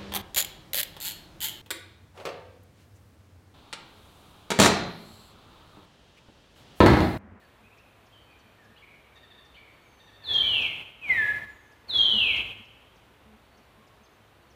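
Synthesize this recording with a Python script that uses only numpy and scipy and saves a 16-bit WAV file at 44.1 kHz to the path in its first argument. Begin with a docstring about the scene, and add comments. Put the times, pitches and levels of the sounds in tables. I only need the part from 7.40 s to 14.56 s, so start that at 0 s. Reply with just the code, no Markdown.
"""A young macaque gives three loud whistled coos that slide down and ring on among the trees.
Further off, small birds whistle, chip, rasp and trill over a faint insect and a low forest hush.
A camera's lens motor buzzes faintly. The recorder's noise suppressor opens in steps for each coo,
so the hush swells with it."""
import sys
import numpy as np
from scipy import signal
from scipy.fft import rfft, irfft, next_fast_len
from scipy.io import wavfile
from scipy.ndimage import uniform_filter1d, minimum_filter1d, map_coordinates

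SR = 44100
rng = np.random.default_rng(int(sys.argv[2]) if len(sys.argv) > 2 else 0)


def output_pcm(signal):
    """Save a mono or channel-first signal as 16-bit PCM at the path in sys.argv[1].

    Samples are clipped to [-1, 1] before scaling.
    """
    pcm = np.clip(np.atleast_2d(signal).T, -1, 1) * 32767
    wavfile.write(sys.argv[1], SR, np.round(pcm).astype(np.int16))


N = 315711

# Forest hush and microphone hiss. Each row: frequency in Hz, relative density in dB.
HUSH_SPECTRUM = [(25, -22.5), (45, -6), (65, -4), (120, -2.5), (170, -7), (450, -7), (1000, -9),
                 (1600, -12.3), (3200, -17), (3900, -20), (4600, -26.5), (5100, -28.5), (7500, -31),
                 (15000, -32.5)]
# Far drone. Each row: centre in Hz, width in Hz, level in dB.
DRONE_BANDS = [(56, 7.3, -74.5), (68.7, 5.4, -72.5), (103, 8, -71)]
# Each row: time in seconds, drone gain in dB.
DRONE_GAIN = [(0, -1.5), (1.6, 2), (4, 1), (5.1, 4.5), (5.8, 1), (7.16, 0)]
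# Insect bouts. Each row: middle in seconds, length in seconds.
BOUTS = [(0, 0.31), (0.908, .5), (2.55, 1.2), (6.147, 0.44), (7.15, 0.46)]
# Forest ring. Each row: frequency in Hz, T60 in seconds.
FOREST_T60 = [(500, 0.29), (1700, 1.16), (3000, 1.39), (4500, 1.3), (6500, 0.71), (12000, 0.38)]
# Thin whistles. Each row: start and length in seconds, start and end pitch in Hz, level in dB.
HIGH_WHISTLES = [(2.386, 0.38, 6740, 5640, -74), (4.045, 0.3, 7350, 5950, -75)]
# Single slurs. Each row: start and length in seconds, start and end pitch in Hz, level in dB.
SLURRED_NOTES = [(0.01, 0.061, 1900, 1534, -61.5), (0.714, 0.09, 3220, 3010, -56.5),
                 (0.866, 0.12, 2540, 2350, -60), (1.168, 0.11, 1914, 1620, -59),
                 (3.017, 0.086, 2316, 2382, -51), (6.236, 0.32, 1059, 1109, -67),
                 (6.632, 0.022, 6410, 6250, -65), (6.649, 0.029, 6400, 3050, -66),
                 (7.097, 0.034, 6860, 4700, -67)]
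# Main lens moves. Each row: start in seconds, length in seconds, level in dB.
FOCUS_MOVES = [(0.19, 0.1, -62), (1.045, 0.035, -58), (1.29, 0.044, -57), (4.725, 0.066, -52),
               (5.195, 0.024, -54), (5.84, 0.14, -54.5), (6.17, 0.045, -59), (6.375, 0.051, -56.5),
               (6.6, 0.039, -57.5), (6.785, 0.048, -60.5)]
# Bird chips. Each entry: start in seconds.
CHIP_STARTS_S = [0.372, 0.657, 0.985, 1.238, 1.755, 2.045, 2.928, 3.208, 4.31, 4.567, 4.957, 5.243, 5.553,
                 6.168, 6.465]
# Burry calls. Each row: start in seconds, first note's delay in seconds, pitch in Hz, level in dB.
BURRS = [(1.356, 0.061, 2323, -51), (2.138, .024, 2270, -50.5)]
# Flick opening a burry call. Each row: multiple of the pitch, gain in dB.
FLICK_TIMBRE = [(1, 0.5), (1.4, -11)]
# Trills. Each row: start in seconds, note count, first pitch in Hz, first level in dB.
TRILL_RUNS = [(1.752, 4, 912, -58), (2.595, 6, 906, -58.5)]
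# Nasal trill note. Each row: harmonic number, gain in dB.
TRILL_TIMBRE = [(2, -1.5), (3, -9.5), (4, 1.5), (5, -13)]
# Mouth response to a coo's octave. Each row: frequency in Hz, gain in dB.
MOUTH_RESPONSE = [(3300, -4), (3850, 7), (4200, -13.5), (5500, -19), (6100, -11.5), (6600, -5),
                  (6850, -13.5)]
# High coos. Each row: start in seconds, length in seconds, held level in dB.
HIGH_COO_CALLS = [(2.833, 0.497, -44), (4.479, 0.5, -41.5)]
# Their slide: drop, plateau, second fall. Each row: fraction of the call, pitch in Hz.
HIGH_COO_PITCH = [(0, 4610), (.075, 3624), (.12, 3453), (.25, 3235), (.56, 2960), (.77, 2510), (.89, 2214),
                  (1, 2078)]
# Wavering effort of the low coo. Each row: time in seconds, level in dB.
LOW_COO_EFFORT = [(3.612, -53.5), (3.65, -42.5), (3.69, -49.5), (3.704, -32), (3.77, -49.5), (3.783, -36),
                  (3.911, -45.5), (3.944, -42.5), (4.0, -58)]
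# Suppressor's detector weighting. Each row: frequency in Hz, gain in dB.
DETECTOR_WEIGHT = [(1700, -0.5), (2800, 0.5)]
# Suppressor steps. Each row: threshold in dB, added gain in dB.
SUPPRESSOR_STEPS = [(-48.5, 3.5), (-44, 5.5), (-39.5, 5.5)]


def amp(db):
    """Decibels to gain."""
    return 10 ** (np.asarray(db) / 20)


def unit_rms(x):
    """Scale to rms 1."""
    return x / np.sqrt(np.mean(x ** 2) + 1e-20)


def along(points, hz):
    """Interpolate (Hz, value) points on a log axis."""
    knots_hz, values = np.transpose(points)
    return np.interp(np.log(hz + 1), np.log(knots_hz + 1), values)


def wobble(rate_hz):
    """Smooth random curve through rate_hz knots a second."""
    knots = rng.standard_normal(int(N * rate_hz / SR) + 4)
    return map_coordinates(knots, [np.arange(N) * rate_hz / SR])


def filtered(x, response):
    """Apply a gain given as a function of Hz."""
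    size = next_fast_len(N + SR // 2)
    return irfft(rfft(x, size) * response(np.fft.rfftfreq(size, 1 / SR)), size)[:N]


def add(track, start_s, sound):
    """Mix a sound into the track."""
    part = track[max(round(start_s * SR), 0):][:len(sound)]
    part += sound[:len(part)]


def glide(length_s, start_hz, end_hz, rough=0, partials=((1, 0),)):
    """Soft-edged sliding note; rough is its fractional pitch flutter."""
    n = max(int(length_s * SR), 16)
    flutter = map_coordinates(rng.standard_normal(256), [np.arange(n) * 450 / SR], mode="wrap")
    pitch_hz = np.geomspace(start_hz, end_hz, n) * (1 + rough * flutter)
    phase = 2 * np.pi * np.cumsum(pitch_hz) / SR
    return signal.windows.tukey(n, .5) * sum(amp(db) * np.sin(k * phase) for k, db in partials)


def among_trees(x, near_db, far_db, near_t60_s):
    """Direct sound, quick scatter off close trunks and leaves, and the forest's long ring."""
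    hz, frame_s, spectra = signal.stft(rng.standard_normal(3 * SR // 2), SR, nperseg=256)
    decay = amp(-60 * frame_s / along(FOREST_T60, hz)[:, None])
    far = signal.istft(spectra * decay, SR, nperseg=256)[1]
    t = np.arange(len(far)) / SR
    far *= 1 - np.exp(-t / .038)
    trunks = rng.standard_normal(len(t)) ** 3  # cubed: single echoes stand out
    near = trunks * amp(-60 * t / near_t60_s) * (1 - np.exp(-t / .0028))
    echoes = amp(near_db) * near / np.linalg.norm(near) + amp(far_db) * far / np.linalg.norm(far)
    return x + signal.fftconvolve(x, echoes)[:N]


def hush(air_db=-58.5):
    """Near-steady air and hiss over a wavering far drone."""
    air = unit_rms(filtered(rng.standard_normal(N), lambda hz: amp(along(HUSH_SPECTRUM, hz))))
    drone = np.zeros(N)
    for centre_hz, width_hz, db in DRONE_BANDS:
        band = filtered(rng.standard_normal(N), lambda hz: 1 / (1 + (2 * (hz - centre_hz) / width_hz) ** 2))
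        drone += amp(db) * unit_rms(band)
    drone_gain_db = np.interp(np.arange(N) / SR, *np.transpose(DRONE_GAIN))
    return air * amp(air_db + .2 * wobble(2.5)) + drone * amp(drone_gain_db)


def insect(centre_hz=4460, width_hz=110, level_db=-78):
    """Narrow buzz, throbbing unevenly; each bout swells and fades."""
    t = np.arange(N) / SR
    buzz = filtered(rng.standard_normal(N), lambda hz: np.exp(-((hz - centre_hz) / width_hz) ** 2))
    bouts = sum(np.exp(-(2 * (t - middle_s) / length_s) ** 2) for middle_s, length_s in BOUTS)
    return unit_rms(buzz) * bouts * amp(level_db + 2.5 * wobble(32))


def whistling_birds(rise_start_s=.23, rise_period_s=.066, rise_db=-59.5):
    """Canopy whistles: three rising notes, thin sinking tones and single slurs."""
    song = np.zeros(N)
    for k in range(3):
        rise = glide(.054, start_hz=2330, end_hz=2750, rough=.034)
        add(song, rise_start_s + k * rise_period_s, amp(rise_db) * rise)
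    for notes, rough in (HIGH_WHISTLES, .003), (SLURRED_NOTES, .022):
        for start_s, length_s, start_hz, end_hz, db in notes:
            add(song, start_s, amp(db) * glide(length_s, start_hz, end_hz, rough))
    return among_trees(song, near_db=-7, far_db=-6, near_t60_s=.3)


def lens_motor(slot_s=.53, nudge_s=.05, nudge_db=-65):
    """Short low focusing buzzes, plus one faint nudge at a random moment in each slot."""
    buzz = np.zeros(N)
    nudges = [(start_s, nudge_s, nudge_db) for start_s in slot_s * (np.arange(12) + rng.random(12))]
    for start_s, length_s, db in list(FOCUS_MOVES) + nudges:
        move = glide(length_s, start_hz=218.8, end_hz=213.6, partials=((1, 0), (2, -9)))
        add(buzz, start_s, amp(db) * move)
    return buzz


def chipping_bird(level_db=-69):
    """Very fast sweeps that swell as they fall, blurred by leaves."""
    song = np.zeros(N)
    for start_s in CHIP_STARTS_S:
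        sweep = glide(.02, start_hz=7800, end_hz=3800, rough=.035)
        add(song, start_s, amp(level_db + np.linspace(-4, 2, len(sweep))) * sweep)
    return among_trees(song, near_db=3, far_db=-2, near_t60_s=.09)


def burry_bird(flick_gain_db=-4.5, period_s=.05, loss_db=2):
    """Rough upward flick, then three hoarse notes, each weaker than the last."""
    song = np.zeros(N)
    for start_s, delay_s, hz, db in BURRS:
        flick = glide(.036, start_hz=2400, end_hz=3473, rough=.07, partials=FLICK_TIMBRE)
        add(song, start_s, amp(db + flick_gain_db) * flick)
        for k in range(3):
            note = glide(.035, hz, hz, rough=.042)
            add(song, start_s + delay_s + k * period_s, amp(db - k * loss_db) * note)
    return among_trees(song, near_db=-1, far_db=-6, near_t60_s=.47)


def trilling_bird(period_s=.0736, sag_hz=5, swell_db=.33):
    """Even runs of falling nasal notes, each lower and louder than the last."""
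    song = np.zeros(N)
    for start_s, count, first_hz, db in TRILL_RUNS:
        for k in range(count):
            hz = first_hz - k * sag_hz
            note = glide(.034, hz * 1.03, hz * .97, rough=.022, partials=TRILL_TIMBRE)
            add(song, start_s + k * period_s, amp(db + k * swell_db) * note)
    return among_trees(song, near_db=-2, far_db=-5.5, near_t60_s=.32)


def coo(pitch_hz, level_db, octave_db, jitter, fade_s=.006):
    """Unsteady, nearly pure throat whistle; mouth resonances lift its weak octave."""
    n = len(pitch_hz)
    pitch_hz = pitch_hz * (1 + jitter * wobble(70.1) + .0024 * wobble(500))[:n]
    phase = 2 * np.pi * np.cumsum(pitch_hz) / SR
    fades = signal.windows.tukey(n, 2 * fade_s * SR / n)
    effort = fades * amp(level_db + 1.8 * wobble(80)[:n])
    octave_gain = amp(octave_db + along(MOUTH_RESPONSE, 2 * pitch_hz))
    return np.sqrt(2) * effort * (np.sin(phase) + octave_gain * np.sin(2 * phase))


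def high_coo(length_s, held_db, onset_s=.02, swell_s=.092, release_s=.14):
    """Long slide that starts softly and rings out as it passes a throat resonance."""
    throat_hz, throat_width_hz = 3244, 49
    t = np.arange(int(length_s * SR)) / SR
    pitch_hz = np.interp(t / length_s, *np.transpose(HIGH_COO_PITCH))
    attack_db = 14 * np.maximum(1 - t / onset_s, 0) + 3.5 * np.maximum(1 - t / swell_s, 0)
    release_db = 14.5 * np.maximum(1 - (length_s - t) / release_s, 0)
    throat_db = 6.5 / (1 + ((pitch_hz - throat_hz) / throat_width_hz) ** 2)
    return coo(pitch_hz, held_db - attack_db - release_db + throat_db, octave_db=-32, jitter=.0025)


def low_coo(start_hz=2683, bottom_hz=1678, fall_s=.268, lift_hz_per_s=392):
    """Shorter call: the fall slows to a stop, then turns gently upward."""
    times_s, effort_db = np.transpose(LOW_COO_EFFORT)
    t = np.arange(int((times_s[-1] - times_s[0]) * SR)) / SR
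    fall_hz = (start_hz - bottom_hz) * np.maximum(1 - t / fall_s, 0) ** 2
    lift_hz = lift_hz_per_s * np.maximum(t - fall_s, 0)
    level_db = np.interp(times_s[0] + t, times_s, effort_db)
    return coo(bottom_hz + fall_hz + lift_hz, level_db, octave_db=-29.5, jitter=.003)


def macaque():
    """Two high coos with a lower, drier one between them."""
    high, low = np.zeros(N), np.zeros(N)
    for start_s, length_s, db in HIGH_COO_CALLS:
        add(high, start_s, high_coo(length_s, db))
    add(low, LOW_COO_EFFORT[0][0], low_coo())
    drier = among_trees(low, near_db=-9.5, far_db=-9.3, near_t60_s=.42)
    return among_trees(high, near_db=-2, far_db=-4, near_t60_s=.31) + drier


def scene():
    """All sources at the microphone, mono."""
    birds = chipping_bird() + whistling_birds() + burry_bird() + trilling_bird()
    return (macaque() + birds + insect() + lens_motor() + hush())[None]


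def record(dry):
    """Noise suppressor: gain steps up with level and holds briefly. The recorder then cuts the top."""
    window_s, hold_s, smooth_s, top_hz = .05, .085, .02, 15550
    sensed = filtered(dry[0], lambda hz: amp(along(DETECTOR_WEIGHT, hz)))
    power = np.abs(uniform_filter1d(sensed ** 2, int(window_s * SR)))
    level_db = 10 * np.log10(power + 1e-12)
    hold = int(hold_s * SR)
    held_db = -minimum_filter1d(-level_db, hold, origin=(hold - 1) // 2)  # trailing maximum
    gain_db = sum(step_db * np.clip(held_db - open_db + .5, 0, 1) for open_db, step_db in SUPPRESSOR_STEPS)
    gain_db = uniform_filter1d(gain_db, int(smooth_s * SR))
    return filtered(dry[0] * amp(gain_db), lambda hz: hz < top_hz)[None]


dry = scene()
out = record(dry)
output_pcm(out)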